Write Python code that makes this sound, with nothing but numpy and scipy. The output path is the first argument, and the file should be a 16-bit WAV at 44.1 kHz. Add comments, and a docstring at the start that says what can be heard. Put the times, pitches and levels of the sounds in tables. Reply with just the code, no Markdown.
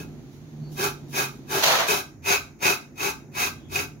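"""Half a coconut is pushed over a toothed metal grater, nearly three strokes a second, in a small
tiled kitchen. The teeth tear the flesh in tiny snaps that ring the blade and the hollow shell.
A low rumble with a wavering hum lies underneath; two faint squeaks fall between strokes.
Midway, something rubs over the microphones as they swing away."""
import sys
import numpy as np
from scipy import signal
from scipy.fft import rfft, irfft
from scipy.io import wavfile
from scipy.ndimage import uniform_filter1d

SR = 44100
rng = np.random.default_rng(int(sys.argv[2]) if len(sys.argv) > 2 else 0)


def master(y):
    """Save y as 16-bit WAV."""
    cut = np.clip(np.atleast_2d(y).T, -1, 1)
    pcm = np.round(cut * 32767)  # scale
    wavfile.write(sys.argv[1], SR, pcm.astype(np.int16))


N = 176400
T = np.arange(N) / SR

# pushes over the grater: start_s, rise_s, fall_s, scrape_db, blade_db, shell_db
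STROKES = [(-.15, 0.085, 0.14, -34, -37.5, -31.5), (0.751, 0.074, 0.12, -26.5, -31, -30.5),
           (1.115, 0.063, 0.14, -26, -28.5, -33), (1.473, 0.081, 0.11, -25, -32, -28.5),
           (1.853, 0.046, 0.16, -23, -27.5, -32), (2.231, 0.083, 0.096, -22.5, -20.5, -34.5),
           (2.6, 0.07, 0.12, -22.5, -21, -30.5), (2.956, 0.092, 0.11, -27.5, -27, -35.5),
           (3.325, 0.096, 0.11, -26, -26, -39), (3.688, 0.082, 0.12, -29.5, -31, -36.5)]
# a tooth catches and lets go: time_s, level_db
CATCHES = [(1.153, -30), (2.26, -27), (2.303, -17.5), (2.324, -19), (2.358, -23), (2.605, -45),
           (2.625, -25.5), (2.654, -16.5), (2.681, -21), (2.978, -42.5), (3.005, -27), (3.383, -24),
           (3.758, -19.5), (3.791, -21)]
# faint brushing between strokes: centre_s, half_length_s, level_db
BRUSHES = [(0.345, 0.053, -61), (0.733, 0.042, -51.5), (1.108, 0.036, -51.5), (1.326, 0.088, -58.5)]
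# tearing flesh, low band: freq_hz, relative_db
RASP_SPECTRUM = [(100, -38), (300, -8.5), (480, -5.5), (600, -1.5), (1200, 0.5), (1450, -1), (1660, -1),
                 (1800, -10.5), (2200, -10.5), (2650, -13.5), (3000, -6), (6000, -19.5)]
# tearing flesh, high band: freq_hz, relative_db
FIZZ_SPECTRUM = [(900, -26), (2300, -16), (2800, -2.5), (4000, -2), (4900, -4.5), (5900, 2.5), (6850, 1.5),
                 (7400, -7), (8300, -13), (10200, -8.5), (10700, -2), (13000, -6.5), (15600, -3)]
# rasp against fizz: time_s, offset_db
RASP_BALANCE = [(2.7, -1.5), (3.8, -4.5)]
# blade resonances: freq_hz, width_hz, gain_db
BLADE_MODES = [(2517.5, 61, -1.5), (2583, 83, -14.5), (2710, 70, -23.5), (2284, 120, -13.5),
               (3880, 100, -19), (4450, 63.7, -20.5), (5062, 38, -16), (5968, 80, -26.5), (6390, 90, -11),
               (6850, 35, -28.5)]
# hollow shell resonances: freq_hz, width_hz, gain_db
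SHELL_MODES = [(399.5, 18, 5), (878.5, 25, -4.5), (1583, 110, -4.5)]
# shell moves left as the microphones turn: time_s, left_minus_right_db
SHELL_PAN = [(1.3, -6.5), (2.2, 9.5)]
# kitchen echo: freq_hz, t60_s
ROOM_DECAY = [(200, 0.52), (700, 0.3), (2500, 0.29), (6500, 0.32), (14000, 0.24)]
# low rumble: freq_hz, relative_db
RUMBLE_SPECTRUM = [(25, -14), (55, 5), (85, -3), (145, 5), (185, -5.5), (230, 3.5), (360, -2.5),
                   (480, -14.5), (750, -18), (1100, -27.5), (5000, -54)]
# rumble envelope: time_s, level_db
RUMBLE_LEVEL = [(0, -37), (.3, -45.5), (.5, -45.5), (.7, -41), (1.4, -43), (2.3, -49), (3.15, -45),
                (4, -44.5)]
# hum contour: time_s, pitch_hz, level_db
HUM_TRACK = [(0, 164.3, -38), (.3, 134.8, -45), (.44, 154.4, -42.5), (.57, 147.2, -36.5),
             (.625, 150, -30.5), (.71, 148.8, -37), (1.3, 137, -43), (2.4, 146, -53.5), (3.85, 147.5, -45)]
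# faint hiss: freq_hz, relative_db
HISS_SPECTRUM = [(2400, 9.5), (3300, -14), (6800, 10.5), (7900, -17), (11000, -5), (15500, -5.5)]
# faint squeaks: centre_s, half_length_s, pitch_hz, level_db
SQUEAKS = [(0.667, 0.063, 4450, -60.5), (3.645, 0.096, 3340, -61.5)]
# rubbing on the microphones: time_s, body_db, treble_db
RUB_LEVELS = [(1.5, -64, -63), (1.55, -30, -44), (1.622, -30, -29.5), (1.635, -20.5, -18),
              (1.66, -21, -18.5), (1.745, -18, -23), (1.782, -23.5, -25.5), (1.808, -19, -25.5),
              (1.835, -23.5, -29.5), (1.87, -29, -35), (1.99, -76, -95)]
# rub, low band: freq_hz, relative_db
RUB_BODY_SPECTRUM = [(60, -27.5), (300, -16), (470, -5), (650, 0), (1850, -7), (4000, -15.5), (8000, -38.5)]
# rub, high band: freq_hz, relative_db
RUB_TREBLE_SPECTRUM = [(700, -11.5), (2000, 3.5), (4200, 7), (5200, 1.5), (6400, 5.5), (8200, -14),
                       (11000, -4.5), (15600, -6.5)]
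# low swells of the rumble: centre_s, half_length_s, level_db
SWELLS = [(2.313, 0.24, -41.5), (3.486, 0.22, -44), (3.77, 0.15, -38.5)]


def amp(db):
    """Decibels to gain."""
    return 10 ** (np.asarray(db) / 20)


def unit(x):
    """Scale to rms 1."""
    return x / np.sqrt(np.mean(x ** 2) + 1e-20)


def at_freq(table, hz):
    """Interpolate a table over log frequency."""
    freq_hz, value = np.transpose(table)
    return np.interp(np.log(hz + 1), np.log(freq_hz + 1), value)


def curves(table):
    """Each column of a time table, per sample."""
    time_s, *columns = np.transpose(table)
    return [np.interp(T, time_s, column) for column in columns]


def convolve(x, response):
    """Filter one or two channels."""
    return signal.fftconvolve(np.atleast_2d(x), np.atleast_2d(response), axes=1)[:, :N]


def min_phase(log_gain):
    """Causal spectrum for a log magnitude."""
    return np.exp(np.conj(signal.hilbert(log_gain)))


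def colour(x, spectrum, size=4096):
    """Shape the spectrum; keeps the power of white input."""
    log_gain = np.log(amp(at_freq(spectrum, abs(np.fft.fftfreq(size, 1 / SR)))))
    response = np.fft.ifft(min_phase(log_gain)).real[:size // 2]
    return convolve(x, response / np.linalg.norm(response))


def ring(x, hz, width_hz):
    """One damped mode; keeps the power of white input."""
    t = T[:SR // 5]
    response = np.exp(-np.pi * width_hz * t) * np.sin(2 * np.pi * hz * t)
    return convolve(x, response / np.linalg.norm(response))


def wander(hz):
    """Smooth random drift up to hz, rms 1."""
    rolloff = 1 + (np.fft.rfftfreq(N, 1 / SR) / hz) ** 4
    return unit(irfft(rfft(rng.standard_normal(N)) / rolloff, N))


def phase_rad(hz):
    """Running phase of a varying frequency."""
    return 2 * np.pi * np.cumsum(hz) / SR


def pan(db):
    """Constant-power gains for a left-minus-right level."""
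    ratio = amp(np.atleast_1d(db))
    return np.array([ratio, np.ones_like(ratio)]) * np.sqrt(2 / (1 + ratio ** 2))


def bump(centre_s, half_s):
    """Cosine swell, peak 1."""
    return np.cos(np.pi / 2 * np.clip((T - centre_s) / half_s, -1, 1))


def snaps(per_s, spread_db):
    """Dense tiny clicks of uneven size, rms 1."""
    size = amp(spread_db * np.minimum(rng.exponential(1, N), 4))
    return unit(size * rng.choice([-1, 1], N) * (rng.random(N) < per_s / SR))


def push(start_s, rise_s, fall_s, touch_half_s=0.029, touch_db=-30):
    """Stroke envelope: a light scratch as flesh meets teeth, then swell and release."""
    up = np.clip((T - start_s) / rise_s, 0, 1)
    down = np.clip((start_s + rise_s + fall_s - T) / fall_s, 0, 1)
    swell = np.sin(np.pi / 2 * up) ** 2.23 * np.sin(np.pi / 2 * down) ** 2.64
    return swell + amp(touch_db) * bump(start_s + touch_half_s / 2, touch_half_s)


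def plate(x, count=150, range_hz=(2811, 14935), width_hz=50, mix_db=-5.5):
    """Add the faint, close upper modes of the steel."""
    t = T[:SR // 10]
    hz = rng.uniform(*range_hz, (count, 1))
    phase = rng.uniform(0, 2 * np.pi, (count, 1))
    response = np.exp(-np.pi * width_hz * t) * np.sin(2 * np.pi * hz * t + phase).sum(0)
    ringing = convolve(x, response / np.linalg.norm(response))
    return (x + amp(mix_db) * ringing) / np.sqrt(1 + amp(mix_db) ** 2)


def grating(judder_db=1.5, catch_decay_s=0.0042, catch_rasp_db=-14.5):
    """Teeth tear flesh in juddering snaps that ring blade and shell; catches kick the blade."""
    fizz, rasp, blade, shell, kicks = np.zeros((5, N))
    rasp_offset_db, = curves(RASP_BALANCE)
    for start_s, rise_s, fall_s, scrape_db, blade_db, shell_db in STROKES:
        force = push(start_s, rise_s, fall_s)
        fizz += force * amp(scrape_db)
        rasp += force * amp(scrape_db + rasp_offset_db)
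        blade += force * amp(blade_db)
        shell += force * amp(shell_db)
    for time_s, db in CATCHES:
        kicks[round(time_s * SR)] = amp(db) * np.sqrt(catch_decay_s * SR)
        rasp += amp(db + catch_rasp_db) * (T >= time_s) * np.exp(-abs(T - time_s) / catch_decay_s)
    for centre_s, half_s, db in BRUSHES:
        fizz += bump(centre_s, half_s) * amp(db)
    judder = unit(amp(judder_db * wander(hz=133)))
    tearing, left, right = [judder * snaps(per_s=9000, spread_db=3) for _ in range(3)]
    out = colour(plate(fizz * np.array([left, right])), FIZZ_SPECTRUM)
    out += colour(rasp * tearing, RASP_SPECTRUM)
    blade_drive = blade * tearing + kicks
    shell_drive = shell * tearing * pan(*curves(SHELL_PAN))
    for drive, modes in ((blade_drive, BLADE_MODES), (shell_drive, SHELL_MODES)):
        for hz, width_hz, db in modes:
            out += amp(db) * ring(drive, hz, width_hz)
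    return out


def kitchen(x, echo_db=-4, bounce_db=1, bounce_decay_s=0.0074, right_lag_s=0.00045,
            shared_below_hz=600, even_band_hz=90):
    """Direct sound, quick bounces off tray and floor, and wall echo."""
    length = SR // 2
    taps = rng.choice([-1., 1.], (2, length)) * (rng.random((2, length)) < 4000 / SR)
    hz, t, frames = signal.stft(taps, SR, nperseg=256)
    t60_s = at_freq(ROOM_DECAY, hz)[:, None]
    response = signal.istft(frames * amp(-60 * t / t60_s) / np.sqrt(t60_s), SR, nperseg=256)[1]
    response *= amp(echo_db) / np.linalg.norm(response, axis=1, keepdims=True)
    bounces = taps * np.exp(-T[:length] / bounce_decay_s)
    response[:, :length] += amp(bounce_db) * bounces / np.linalg.norm(bounces, axis=1, keepdims=True)
    response[0, 0] += 1  # direct path
    response[1, round(right_lag_s * SR)] += 1
    spectrum = np.fft.fft(response, SR)  # 1 Hz bins
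    shared = 1 / (1 + (np.fft.fftfreq(SR, 1 / SR) / shared_below_hz) ** 6)  # same bass on both sides
    spectrum[1] = shared * spectrum[0] + (1 - shared) * spectrum[1]
    power = uniform_filter1d(abs(spectrum) ** 2, even_band_hz, mode="wrap")
    log_gain = uniform_filter1d(np.log(power) / 2, even_band_hz, mode="wrap")
    flattened = spectrum / min_phase(log_gain)
    return convolve(x, np.fft.ifft(flattened).real[:, :length])


def rumble(throb_hz=21.23, throb_depth=0.16, correlation=0.81):
    """Low throbbing noise, mostly common to both channels."""
    level_db, = curves(RUMBLE_LEVEL)
    throb = 1 + throb_depth * np.cos(phase_rad(throb_hz * (1 + 0.0806 * wander(hz=3.3))))
    common = np.sqrt(correlation) * rng.standard_normal(N)
    separate = np.sqrt(1 - correlation) * rng.standard_normal((2, N))
    return colour((common + separate) * throb * amp(level_db), RUMBLE_SPECTRUM)


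def hum(pitch_waver=0.01, waver_db=1.1, fifth_db=-12.5):
    """Wavering low tone with a weaker partial a fifth above."""
    pitch_hz, level_db = curves(HUM_TRACK)
    phase = phase_rad(pitch_hz * (1 + pitch_waver * wander(hz=16.7)))
    tone = np.sin(phase) + amp(fifth_db) * np.sin(3 / 2 * phase)
    return amp(level_db + waver_db * wander(hz=9.8)) * tone


def hiss(level_db=-63.5):
    """Faint, steady high noise."""
    return amp(level_db) * colour(rng.standard_normal((2, N)), HISS_SPECTRUM)


def squeaks(width_hz=400):
    """Thin swells of narrow-band noise between strokes."""
    out = np.zeros((1, N))
    for centre_s, half_s, hz, db in SQUEAKS:
        band = ring(rng.standard_normal(N), hz, width_hz)
        out += amp(db) * bump(centre_s, half_s) * unit(ring(band, hz, width_hz))
    return out


def rub(grip_db=0.81, apart_above_hz=724):
    """Close, dry friction on the microphones; they share only some of its low body."""
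    body_db, treble_db = curves(RUB_LEVELS)
    grip = unit(amp(grip_db * wander(hz=150)))
    grains = grip * np.array([snaps(per_s=12000, spread_db=1.0) for _ in range(2)])
    side = signal.sosfilt(signal.butter(1, apart_above_hz, "high", fs=SR, output="sos"), grains[1])
    body = unit(np.array([grains[0] + side, grains[0] - side]))
    treble = colour(grains * amp(treble_db), RUB_TREBLE_SPECTRUM)
    return colour(body * amp(body_db), RUB_BODY_SPECTRUM) + treble


def swells(pitch_hz=87, spread_hz=16.8):
    """Brief booms of an unsteady bass tone."""
    boom = np.sin(phase_rad(pitch_hz + spread_hz * wander(hz=29.2)))
    return boom * sum(amp(db) * bump(centre_s, half_s) for centre_s, half_s, db in SWELLS)


def scene():
    """Grater in the kitchen, close rub, and a background with its bass to the right."""
    foreground = kitchen(grating() + squeaks()) + rub()
    return foreground + (rumble() + hum()) * pan(db=-2.0) + swells() * pan(db=-6.5) + hiss()


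def record(dry, bass_cut_hz=70, band_limit_hz=15850):
    """Bass cut and steep band limit."""
    thinned = signal.sosfilt(signal.butter(2, bass_cut_hz, "high", fs=SR, output="sos"), dry)
    lowpass = signal.firwin(511, band_limit_hz, window=("kaiser", 9), fs=SR)
    return signal.oaconvolve(thinned, lowpass[None], "same")


dry = scene()
out = record(dry)
master(out)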